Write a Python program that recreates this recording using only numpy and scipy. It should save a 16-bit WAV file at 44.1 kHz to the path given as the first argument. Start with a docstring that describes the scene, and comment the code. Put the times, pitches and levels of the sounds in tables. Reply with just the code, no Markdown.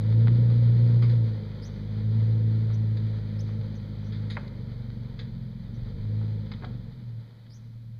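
"""Off-roader on a stony climb

A V6 crawls up a mountain track in low gear, drawing away, and drops to idle at the end.
Exhaust pulses ring the pipe, which booms under throttle; gas rasps, fan and gravel hiss,
stones knock under the tyres and the body thuds off a step. A small bird chips in the scrub,
and the open hillside gives stones and bird only a short scatter."""
import sys
import numpy as np
from scipy import signal
from scipy.fft import rfft, irfft, next_fast_len
from scipy.io import wavfile
from scipy.ndimage import uniform_filter1d, map_coordinates

SR = 44100
rng = np.random.default_rng(int(sys.argv[2]) if len(sys.argv) > 2 else 0)


def digitize_waveform(pressure):
    """Quantize a signal to 16-bit integers and store it at the path in sys.argv[1].

    Rows of a 2-D input are taken as channels; values are limited to [-1, 1].
    """
    field = np.atleast_2d(pressure).T
    bounded = np.clip(field, -1, 1)
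    quanta = np.round(bounded * 32767).astype(np.int16)
    wavfile.write(sys.argv[1], SR, quanta)


N = 352359
TIME = np.arange(N) / SR


# Engine speed, as the firing rate of one cylinder bank: t/s, f/Hz
BANK_RATE = [(0.0, 26.69), (0.32, 29.43), (1.11, 29.38), (1.42, 26.1), (1.72, 25.44), (2.19, 27.63),
             (3.17, 27.01), (3.19, 26.29), (3.53, 26.76), (3.91, 25.65), (4.27, 26.83), (4.58, 24.12),
             (5.03, 23.44), (5.51, 20.85), (6.12, 26.97), (6.38, 26.78), (6.78, 23.44), (7.09, 19.08),
             (7.98, 19.18)]
# Hard pulls, a labouring crawl, then the throttle shuts and the idle recovers: t/s, level/dB
ENGINE_LOAD = [(0, -41.5), (.25, -36), (.95, -37.5), (1.4, -44), (2.15, -41), (3.9, -43.5), (5.6, -41),
               (6.2, -44), (6.85, -42.5), (6.98, -46.5), (7.18, -45.5), (7.28, -56.5), (7.44, -57),
               (7.7, -50)]

def engine(flywheel_s=0.12, wobble=0.0029):
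    """The flywheel rounds off each change of speed; gives bank rate, cycles fired and load."""
    hz = uniform_filter1d(curve(TIME, BANK_RATE), int(flywheel_s * SR), mode="nearest")
    cycles = np.cumsum(hz * (1 + wobble * walk(18))) / SR
    return hz, cycles, curve(TIME, ENGINE_LOAD)


# Resonances of the exhaust pipe: f/Hz, width/Hz, level/dB
PIPE_MODES = [(53.6, 13, -10), (117.5, 11, 4.2), (162, 30, -5), (213, 25, -3)]
# Harmonics of the firing pulses: multiple of the bank rate, level/dB
PULSE_HARMONICS = [(2, 7), (3, -4), (5, 0.3), (6, 5), (7, -8), (8, 2.2), (9, -14.5), (10, -5), (11, -12.5)]

def exhaust(hz, cycles, load_db, roughness=0.12, idle_db=-10, muffler_hz=250):
    """Pulse harmonics sweep through the pipe's resonances; the muffler swallows the high ones."""
    idle = np.interp(hz, [19.6, 21.6], [1, 0])  # the throttle closes between these bank rates
    out = 0
    for k, db in PULSE_HARMONICS:
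        ring = np.interp(TIME, TIME[::64], resonance(k * hz[::64], PIPE_MODES))
        # at idle the low harmonics fade and leave the sixth, sitting on the main resonance
        ease_db = 0 if k == 6 or k > 9 else idle_db / 2 if k == 2 else idle_db
        muffler = 1 / np.hypot(1, (k * hz / muffler_hz) ** 8)
        gain = undb(load_db + db + idle * ease_db) * muffler * (1 + roughness * walk(24))
        out += gain * np.real(ring * np.exp(2j * np.pi * k * cycles))
    return np.sqrt(2) * out


# The boom swells as the fourth harmonic climbs: f/Hz, level/dB
BOOM_SWELL = [(76, -65.5), (88, -50.5), (96, -42), (102, -39), (105.2, -33), (109.2, -23.5), (110.4, -21),
              (114, -18.5), (120, -18)]
# Bite of the harder pulses: multiple of the bank rate, level/dB against the boom
BOOM_OVERTONES = [(11, -38), (12, -33), (15, -37), (16, -36), (18, -37), (32, -51)]

def pipe_boom(hz, cycles, surge_db=0.16):
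    """Under throttle the fourth harmonic climbs onto the pipe's main resonance and booms."""
    surge = np.gradient(hz, TIME)  # Hz/s: louder while gathering speed, softer while slowing
    level_db = curve(4 * hz, BOOM_SWELL) + surge_db * surge
    boom = np.cos(8 * np.pi * cycles + np.angle(resonance(4 * hz, PIPE_MODES)))
    bite = sum(undb(db) * (1 + 0.33 * walk(12)) * np.cos(2 * np.pi * k * cycles)
               for k, db in BOOM_OVERTONES)
    return np.sqrt(2) * (boom + bite) * undb(level_db) * (1 + 0.05 * walk(30))


# Hollow rumble of gas in the pipe: f/Hz, level/dB
FLOW_COLOUR = [(15, -4.5), (50, -9.5), (75, -11), (120, 8), (175, -4.5), (222, 4.5),
               (262, -17.5), (500, -42.5), (2000, -75.5)]

def gas_flow(hz, load_db):
    """Turbulent gas rings the same pipe; less flows as the engine slows."""
    rumble = colour(rng.standard_normal(N), FLOW_COLOUR)
    return rumble * undb(load_db - 0.5) * hz / hz.mean()


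# Throaty midrange of the gas: f/Hz, level/dB
RASP_COLOUR = [(180, -12.5), (250, 1.5), (320, 0), (385, -5.5), (445, 1), (520, 0.5), (600, -11.5),
               (690, -20), (900, -27.5), (1300, -53.5)]

def gas_rasp(hz, cycles, load_db, throb=0.05, load_share=0.25):
    """Gas rasps in puffs at the bank rate, a little harder under load."""
    puffs = 1 + throb * np.cos(2 * np.pi * cycles)
    rasp = colour(rng.standard_normal(N) * puffs, RASP_COLOUR)
    effort_db = load_share * (load_db - np.median(load_db))
    level_db = -49 + effort_db + drive_db(hz, db_per_octave=18, db_per_s=-0.6)
    return rasp * undb(level_db + 0.99 * walk(12))


# Hiss shared by the fan and the tyres: f/Hz, level/dB
HISS_COLOUR = [(350, -22.5), (600, -2.5), (694, -10), (911, -5.5), (1160, -12.5), (1370, -7.5),
               (1550, -11.5), (1940, -8.5), (2410, -12.5), (2730, -19.5), (3070, -11.5), (4150, -11),
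               (4800, -14.5), (5500, -37.5), (6120, -28), (7960, -54), (13500, -120)]

def fan_and_grit(hz, grains_per_s=500, grit_db=-10, spread_db=5):
    """The fan hisses with a slight flutter, and grit crackles under the tyres."""
    fan = colour(rng.standard_normal(N), HISS_COLOUR) * undb(walk(25))
    grains = (rng.random(N) < grains_per_s / SR) * rng.standard_normal(N)
    grains *= undb(spread_db * np.minimum(rng.exponential(size=N), 4))
    grit = undb(grit_db) * colour(grains, HISS_COLOUR)
    return (fan + grit) * undb(-55 + drive_db(hz, db_per_octave=11.5, db_per_s=-0.7025))


# Stones struck or ground by the tyres: t/s, contact/dB, ring/Hz, top cut/Hz, decay/s, grind/dB
STONE_HITS = [(.273, -25, 1420, 3500, .022, -13), (.282, -24.5, 1960, 4000, .02, -19.5),
              (0.502, -35, 1200, 6080, 0.052, -8.5), (1.023, -40, 2220, 9000, .17, 6.5),
              (1.096, -40, 3500, 9000, 0.17, -0.5), (2.701, -41.5, 1290, 1980, .05, 0),
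              (2.972, -36.5, 3740, 8940, 0.068, -5), (3.492, -37.5, 594, 3020, 0.043, -6),
              (4.124, -38.5, 3500, 6000, 0.28, -5.5), (4.301, -37, 3740, 10000, 0.21, 3.5),
              (4.369, -25, 2100, 2270, 0.035, 6.5), (4.375, -35, 600, 4000, 0.16, -1.5),
              (4.479, -39.5, 4230, 8000, .027, -13), (5.191, -37, 3600, 6500, .16, 1.5),
              (6.215, -39.5, 770, 5000, 0.12, -6.5), (6.517, -31, 2200, 6000, 0.077, -4),
              (6.538, -37, 3370, 5000, .051, -2), (6.624, -34, 900, 4000, 0.093, -2.5),
              (6.637, -32.5, 720, 2000, 0.13, -2), (6.645, -32, 1260, 2000, 0.098, -9),
              (6.648, -34.5, 3360, 6040, .077, -6.5), (7.466, -48, 3520, 5000, .02, -6)]
# How a stone rings: multiple of its ring frequency, width over frequency, level/dB
STONE_RING = [(.55, 0.41, 0), (0.999, 0.17, 0), (1.901, 0.88, -7)]
# Tone of the stone knocks, full in the mids, with a dull, notched top: f/Hz, level/dB
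STONE_COLOUR = [(150, -24), (450, -6), (4900, 1), (5500, -24), (6700, -11), (7800, -38), (10000, -9.5),
                (14000, -31)]

def stones(grind_trim_db=-6, softness=1.55):
    """Each stone gives one sharp contact, then a dying run of small slips, all ringing its modes."""
    out, t = np.zeros(N), TIME[:SR // 4]
    lead = 64  # samples ahead of the contact
    for start, peak_db, hz, cut_hz, t60, grind_db in STONE_HITS:
        modes = [(hz * ratio, hz * ratio * width, db) for ratio, width, db in STONE_RING]

        def ring(f):
            dull = np.hypot(1, (f / (softness * hz)) ** 2)  # bigger, lower stones touch for longer
            blunt = np.hypot(1, (f / cut_hz) ** 4)  # a blunt contact cuts off the top
            return resonance(f, modes) * undb(curve(f, STONE_COLOUR)) / (dull * blunt)

        contact = shape(signal.unit_impulse(len(t), lead), ring)
        slips = rng.standard_normal(len(t)) * (rng.random(len(t)) < 0.15)
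        envelope = undb(-60 * t / t60) * np.clip((t * SR - lead) / lead, 0, 1)
        grind = undb(grind_db + grind_trim_db) * unit(shape(slips, ring)) * envelope
        add(out, start - lead / SR, undb(peak_db) * (contact / np.abs(contact).max() + grind))
    return out


# Dull thuds as the wheels drop off a step: t/s, level/dB, f/Hz
WHEEL_DROPS = [(5.82, -28.5, 42), (5.935, -35, 36), (5.94, -34, 85), (5.999, -34, 35)]

def body_thuds(decay_s=0.016):
    """The body takes each drop with a few heavily damped swings."""
    out, t = np.zeros(N), TIME[:SR // 4]
    envelope = t / decay_s * np.exp(1 - t / decay_s)
    for start, db, hz in WHEEL_DROPS:
        add(out, start, undb(db) * envelope * np.sin(2 * np.pi * hz * t))
    return out


# Chips from the scrub: t/s, length/s, starting f/Hz, level/dB
BIRD_NOTES = [(1.62, .066, 4910, -52.5), (2.733, 0.029, 5850, -57), (3.39, 0.033, 5150, -52.5),
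              (3.751, .028, 6140, -62.5), (4.04, 0.066, 5700, -68), (5.739, .038, 5900, -71),
              (7.498, 0.092, 4800, -57.5)]

def bird(top_hz=6100, hoarse_hz=370, overtone_db=-22, fade_db=-7):
    """Short, hoarse notes: a narrow band of noise steps to the same high pitch as it fades."""
    def band(f):
        return np.exp(-(f / hoarse_hz) ** 2 / 2)

    out = np.zeros(N)
    for start, length, start_hz, db in BIRD_NOTES:
        progress = np.linspace(0, 1, int(length * SR))
        a, b = (unit(shape(rng.standard_normal(SR // 4), band))[:len(progress)] for _ in range(2))
        step = (1 + np.tanh(14 * (progress - 0.45))) / 2
        pitch = start_hz + (top_hz - start_hz) * step
        tone = np.exp(2j * np.pi * np.cumsum(pitch) / SR)
        swell = np.sqrt(np.abs(np.sin(np.pi * progress))) * undb(db + fade_db * progress)
        add(out, start, swell * np.real((a + 1j * b) * (tone + undb(overtone_db) * tone ** 2)))
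    return out


def hillside(x, wet_db=-12, t60=0.81):
    """Rocks and scrub scatter a short, thin tail."""
    t = TIME[:SR // 2]
    tail = rng.standard_normal(len(t)) * undb(-60 * t / t60) * (t > 0.004)
    return x + undb(wet_db) * signal.fftconvolve(x, tail / np.linalg.norm(tail))[:N]


# Bed of still mountain air: f/Hz, level/dB
AIR_COLOUR = [(25, -10.5), (100, 0.5), (220, 6.5), (330, -21), (900, -29), (2200, -28.5), (4400, -26.5),
              (5600, -38), (8000, -42.5), (14000, -39.5)]

def still_air(level_db=-55):
    """A steady low hush with a faint, airy top."""
    return undb(level_db) * colour(rng.standard_normal(N), AIR_COLOUR)


def drive_db(hz, db_per_octave, db_per_s, crawl_hz=26, halt_s=7.34):
    """Fader for rasp and hiss: up with engine speed, down with distance, dying away after the halt."""
    halt_db = -12 * np.maximum(TIME - halt_s, 0)
    return db_per_octave * np.log2(hz / crawl_hz) + db_per_s * TIME + halt_db


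def undb(db):
    """Decibels to gain."""
    return 10 ** (np.asarray(db) / 20)


def unit(x):
    """Scale to rms 1."""
    return x / np.sqrt(np.mean(x ** 2))


def curve(x, table):
    """Read a two-column table at x, along straight lines."""
    return np.interp(x, *np.transpose(table))


def walk(rate):
    """Smooth random drift with spread near 1 that changes rate times a second."""
    return map_coordinates(rng.standard_normal(4096), [TIME * rate], order=2, mode="wrap")


def resonance(hz, modes):
    """Complex gain at hz of modes listed as f/Hz, width/Hz, level/dB."""
    return sum(undb(db) * 1j * hz * w / (f * f - hz * hz + 1j * hz * w) for f, w, db in modes)


def shape(x, response):
    """Filter with a gain given as a function of frequency."""
    size = next_fast_len(len(x) + 4096)
    hz = np.arange(size // 2 + 1) * SR / size
    return irfft(rfft(x, size) * response(hz), size)[:len(x)]


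def colour(x, points):
    """Equalise through points of f/Hz, level/dB, then scale to rms 1."""
    f, db = np.transpose(points)
    return unit(shape(x, lambda hz: undb(np.interp(np.log(hz + 1), np.log(f), db))))


def add(out, start, x):
    """Mix a short sound in at start seconds."""
    i = int(start * SR)
    out[i:i + len(x)] += x[:N - i]


def scene():
    """The vehicle, the stones and the bird over still mountain air."""
    hz, cycles, load_db = engine()
    pipe = exhaust(hz, cycles, load_db) + pipe_boom(hz, cycles) + gas_flow(hz, load_db)
    vehicle = pipe + gas_rasp(hz, cycles, load_db) + fan_and_grit(hz) + body_thuds()
    return (vehicle + still_air() + hillside(stones() + bird()))[None]


def record(dry, dip_hz=2750, top_hz=15000):
    """A narrow notch thins the upper mids, and the top is cut."""
    dipped = signal.lfilter(*signal.iirnotch(dip_hz, Q=6, fs=SR), dry)
    return signal.sosfilt(signal.ellip(8, 0.2, 70, top_hz, fs=SR, output="sos"), dipped)


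dry = scene()
out = record(dry)
digitize_waveform(out)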